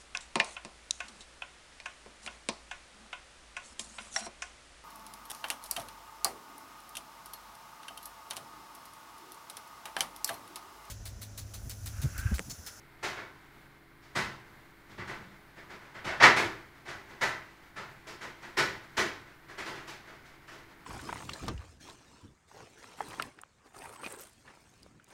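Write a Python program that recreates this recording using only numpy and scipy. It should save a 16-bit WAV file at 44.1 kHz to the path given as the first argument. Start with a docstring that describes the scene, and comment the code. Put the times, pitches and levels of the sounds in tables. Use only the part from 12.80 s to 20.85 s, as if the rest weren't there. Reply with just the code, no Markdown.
"""In a hard room, some way off, a light ball knocks irregularly on a wooden end stop inside a clear tube.
Each blow is a burst of noise echoes, coloured by its contact, that swells briefly and dies in the room.
Between blows the ball rolls softly: noise that gathers before each blow and fades after it.
Both pass through the resonances of tube and frame; four faint pings, a low tone, hiss and hum join them."""
import sys
import numpy as np
from scipy import signal
from scipy.fft import rfft, irfft
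from scipy.io import wavfile

SR = 44100
rng = np.random.default_rng(int(sys.argv[2]) if len(sys.argv) > 2 else 0)


def dump(signal):
    """Clip the signal to [-1, 1] and save it as 16-bit WAV at the path in sys.argv[1]."""
    limited = np.clip(np.atleast_2d(signal).T, -1, 1)
    pcm = np.round(limited * 32767).astype(np.int16)
    wavfile.write(sys.argv[1], SR, pcm)


N = 355005

# blows of the ball, with levels before contact, swell and resonances: (time [s], level [dB],
# thump up to 190 Hz [dB], wooden body at 300 to 430 Hz [dB], brightness, mostly from 9 kHz up [dB])
BLOWS = [(0.226,-30.5,-7.5,0.5,2.5), (0.358,-38,-8,1,-14), (1.22,-62,0,-5,9), (1.35,-26,0.5,-0.5,1.5),
         (2.095,-53.5,10,8,2), (2.176,-38,7,2,-12), (2.27,-39,-1,3,-1), (2.294,-41,0,-18,-11),
         (2.764,-46.5,0,3,-9), (2.895,-43,-3,1.5,-8), (3.042,-51.5,-8,-8,-12), (3.143,-41,0,-4,-11),
         (3.24,-33.5,2,2,-1), (3.268,-30,-12,-3.5,-9), (3.398,-15.5,-6,-14,-13), (3.42,-10.5,-15,-1.5,-4),
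         (3.429,-9.5,-7,0,-5.5), (3.56,-21,-3,3.5,0), (4.053,-41,-13,0,-4), (4.075,-38.5,0,1.5,0.5),
         (4.29,-47.5,0,5.5,-2), (4.409,-22.5,-6.5,-3,-0.5), (4.96,-36.5,-3.5,-1.5,-5),
         (5.266,-42.5,-4,3,4.5), (5.408,-38.5,-4,2.5,1), (5.62,-42.5,-2,0.5,0), (5.768,-20.5,-4.5,1.5,2),
         (6.167,-23,-6,4.5,2.5), (6.684,-45,-12,3.5,-0.5), (6.775,-36,-4,2,1.5), (6.854,-36.5,-7,2.5,1.5),
         (6.945,-42.5,0,3.5,-1), (7.071,-42,-1.5,-1,6), (7.272,-47.5,0,3,-4), (7.449,-56.5,-3,-1,5),
         (7.671,-47,-2,-10,1.5), (7.711,-48.5,-8,6.5,3)]
# broad colour of a middling blow, shared by the rolling: (frequency [Hz], relative density [dB per Hz])
BLOW_COLOUR = [(25, -12.5), (70, -4.5), (130, -4.5), (240, -3.5), (360, -3.5), (520, -3.5), (750, -1.5),
               (1300, -0.5), (1950, 1), (2700, -6.5), (4800, -12.5), (7000, -17), (10000, -24.5),
               (15500, -38.5)]
HARD_DB = -27.5  # blows above this level count as hard


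def amp(db):
    """Decibels to gain."""
    return 10 ** (np.asarray(db) / 20)


def unit(x):
    """Scales to an rms of one."""
    return x / np.sqrt(np.mean(x ** 2) + 1e-20)


def read(points, hz):
    """Reads a table on a logarithmic frequency axis."""
    f, value = np.transpose(points)
    return np.interp(np.log(hz + 1), np.log(f + 1), value)


def add(mix, start_s, sound):
    """Mixes a sound in at a start time, cut off at the end of the mix."""
    part = mix[round(start_s * SR):][:len(sound)]
    part += sound[:len(part)]


def coloured(x, points):
    """Filters x by a smooth spectrum."""
    hz = np.fft.rfftfreq(len(x), 1 / SR)
    return irfft(rfft(x) * amp(read(points, hz)), len(x))


def drift(rate_hz):
    """Slow random wandering with an rms of one: noise low-passed near rate_hz."""
    hz = np.fft.rfftfreq(N, 1 / SR)
    spectrum = rfft(rng.standard_normal(N))
    return unit(irfft(spectrum / (1 + (hz / rate_hz) ** 4), N))


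def knocks(early_db=1.0, early_s=0.15, abrupt=0.62):
    """Every blow takes partly the same paths through the room; its contact sets how dull or sharp it is."""
    out, t = np.zeros(N), np.arange(SR) / SR
    alike = 0.15  # share of echo power common to all blows
    shared = rng.standard_normal(SR)
    for start_s, db, *answer_db in BLOWS:
        own = rng.standard_normal(SR)
        paths = np.sqrt(alike) * shared + np.sqrt(1 - alike) * own
        # the first echoes are uneven: a few strong ones stand out before they blend
        spread = np.log(amp(early_db)) * np.exp(-t / early_s)
        uneven = np.repeat(rng.standard_normal(SR), 30)[:SR]  # one draw holds for 30 samples
        paths *= np.exp(spread * uneven - spread ** 2)
        paths = coloured(paths, spot(spread_db=2, spacing_hz=70))
        middling = unit(coloured(paths, BLOW_COLOUR))
        echoes = coloured(middling, contact(db, *answer_db))
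        # the hardest blows are the most abrupt: they leave a smaller share in the tail
        tail_db = -abrupt * max(db - HARD_DB, 0) * (1 - np.exp(-t / 0.07))
        blow = reverberate(echoes, swell_s=0.011, near_db=11.5, near_s=0.0073)
        add(out, start_s, amp(db + tail_db) * blow)
    return out


def contact(db, thump_db, body_db, bright_db):
    """How hard, where and how sharply the ball lands decides which parts answer: (Hz, dB)."""
    ring_db = 1 + 0.27 * max(db - HARD_DB, 0)  # hard blows ring more near 2 and 5 kHz
    crack_db = max(bright_db + 0.5, 0)  # blows brighter than -0.5 dB crack near 5 kHz
    wood = [(190, thump_db), (300, body_db), (430, body_db), (600, 0), (1550, 0)]
    ring = [(1850, ring_db), (2100, ring_db),
            (2600, (ring_db + bright_db + crack_db) / 4),
            (5000, 0.7 * ring_db + 0.3 * bright_db + crack_db)]
    treble = [(9000, bright_db), (13000, 1.4 * bright_db)]
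    return wood + ring + treble


def spot(spread_db, spacing_hz):
    """Each spot on the wood favours its own short resonances, drawn at random: (Hz, dB)."""
    hz = np.arange(500, 16000, spacing_hz)
    return [(400, 0), *zip(hz, spread_db * rng.standard_normal(len(hz)))]


def reverberate(echoes, swell_s, near_db, near_s):
    """Echoes pile up after a blow; strong near ones pass quickly, then each band dies at its own rate."""
    # decay of the room: (frequency [Hz], time to fall by 60 dB [s])
    room_decay = [(100, 0.87), (350, 0.48), (1200, 0.51), (2200, 0.48), (5000, 0.43), (9000, 0.35),
                  (15000, 0.49)]
    hz, t, bands = signal.stft(echoes, SR, nperseg=512, noverlap=384)
    bands = bands * amp(-60 * t / read(room_decay, hz)[:, None])
    tail = signal.istft(bands, SR, nperseg=512, noverlap=384)[1][:len(echoes)]
    age = np.arange(len(tail)) / SR
    swell = (1 - np.exp(-age / swell_s)) ** 2
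    near = amp(near_db * np.exp(-age / near_s))
    return tail * swell * near


def rolling(approach_db=-5):
    """The ball rubs the wall unevenly and stirs the same colour as a blow; it is quieter on the way in."""
    middling_db, db_per_db = -54.5, 0.1737  # roll after a blow at HARD_DB; its rise with blow level
    free_s, held_db = 2.0, -1.5  # until free_s the ball sits in the hole of the stop and rolls quieter
    slow_db_per_s = 20  # the ball rolls on after each blow and slows
    t, effort_db = np.arange(N) / SR, -np.inf
    for blow_s, db, *_, bright_db in BLOWS:
        top_db = middling_db + db_per_db * (db - HARD_DB) + held_db * (blow_s < free_s)
        # a dull blow ends a gathering roll, a bright one comes out of a hop: a steeper rise
        gather_db_per_s = 296 * amp(1.6 * bright_db)
        before_db = approach_db - gather_db_per_s * (blow_s - t)
        after_db = -slow_db_per_s * (t - blow_s)
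        shape_db = np.where(t < blow_s, before_db, after_db)
        effort_db = np.maximum(effort_db, top_db + shape_db)
    bumps_db = 1.8 * drift(16)
    rub = unit(coloured(rng.standard_normal(N), BLOW_COLOUR))
    return rub * amp(effort_db + bumps_db)


def tube(x, width_hz, loss):
    """The modes of tube and frame ring on beside the sound that drives them; higher modes are wider."""
    # resonances, and dips between them: (frequency [Hz], gain of this filter alone at its centre [dB])
    modes = [(68, -8), (110, 6), (137, 6.5), (168, -29), (207, 5.5), (235, -11), (345, 7.5), (370, 5.5),
             (391, 6.5), (520, 2), (640, 4.5), (670, 1), (877, 5), (964, 3.5), (991, 1), (1038, 5.5),
             (1324, 5), (1480, 6.5), (1527, 3.5), (1593, 2.5), (1671, 1), (1749, 1), (1880, -5),
             (1916, 0.5), (1974, 4), (2111, -18), (2242, 3.5), (2666, 4.5), (2790, -19), (2947, 2)]
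    out = x.copy()
    for hz, db in modes:
        b, a = signal.iirpeak(hz, hz / (width_hz + loss * hz), SR)
        out += (amp(db) - 1) * signal.lfilter(b, a, x)
    return out


def pings(fade_s=0.0016):
    """Four very short, faint pings near 2 kHz, around 2.2 to 2.3 s: sines that peak after fade_s and fade."""
    # (time [s], peak level [dB], pitch [Hz])
    ping_table = [(2.205, -41, 2000), (2.2224, -36, 1980), (2.297, -34, 1960), (2.301, -36, 1900)]
    out, t = np.zeros(N), np.arange(SR // 20) / SR
    for start_s, db, hz in ping_table:
        envelope = t / fade_s * np.exp(1 - t / fade_s)
        add(out, start_s, amp(db) * envelope * np.sin(2 * np.pi * hz * t))
    return out


def low_tone(waver=0.73):
    """A faint low sine swells once under a half-cosine arch; its phase wavers by waver radians rms."""
    loudest_s, length_s = 2.46, 0.31
    tone_hz, loudest_db = 193.4, -58  # rms level at the top of the arch
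    t = np.arange(N) / SR
    arch = np.cos(np.pi * np.clip((t - loudest_s) / length_s, -0.5, 0.5))
    tone = np.sqrt(2) * np.sin(2 * np.pi * tone_hz * t + waver * drift(13))
    return amp(loudest_db) * arch * tone


def background(hiss_db=-59, hum_db=-1, flutter_db=0.93):
    """Soft noise hiss, fluttering slightly in level, with faint hum lines whose phases waver."""
    # hiss spectrum: (frequency [Hz], relative density [dB per Hz])
    hiss_colour = [(20, 6), (50, -9), (72, 0), (105, 2.5), (210, -0.5), (245, -5), (330, -4), (520, -9.5),
                   (900, -5), (2200, -5.5), (2650, -16), (4200, -17.5), (6000, -27.5), (15500, -23.5)]
    # hum lines: (frequency [Hz], rms level before hum_db is added [dB])
    hum_lines = [(48.4, -69), (140, -68.5), (283, -71), (334, -68), (414.5, -73.5), (942, -105),
                 (1550, -73), (1992, -84), (2121, -72)]
    t = np.arange(N) / SR
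    hiss = unit(coloured(rng.standard_normal(N), hiss_colour)) * amp(flutter_db * drift(4.9))
    hum = np.zeros(N)
    for hz, db in hum_lines:
        hum += amp(db) * np.sqrt(2) * np.sin(2 * np.pi * hz * t + 0.7 * drift(4))
    return amp(hiss_db) * hiss + amp(hum_db) * hum


def scene():
    """Blows and rolling sound through the tube; pings, a low tone and the background join them."""
    ball = tube(knocks() + rolling(), width_hz=14, loss=0.001)
    return (ball + pings() + low_tone() + background())[None]


def record(dry):
    """The recorder's band limit: a steep low-pass at 15.74 kHz."""
    lowpass = signal.firwin(801, 15740, window=("kaiser", 9), fs=SR)
    return signal.oaconvolve(dry, lowpass[None], "same")


dry = scene()
out = record(dry)
dump(out)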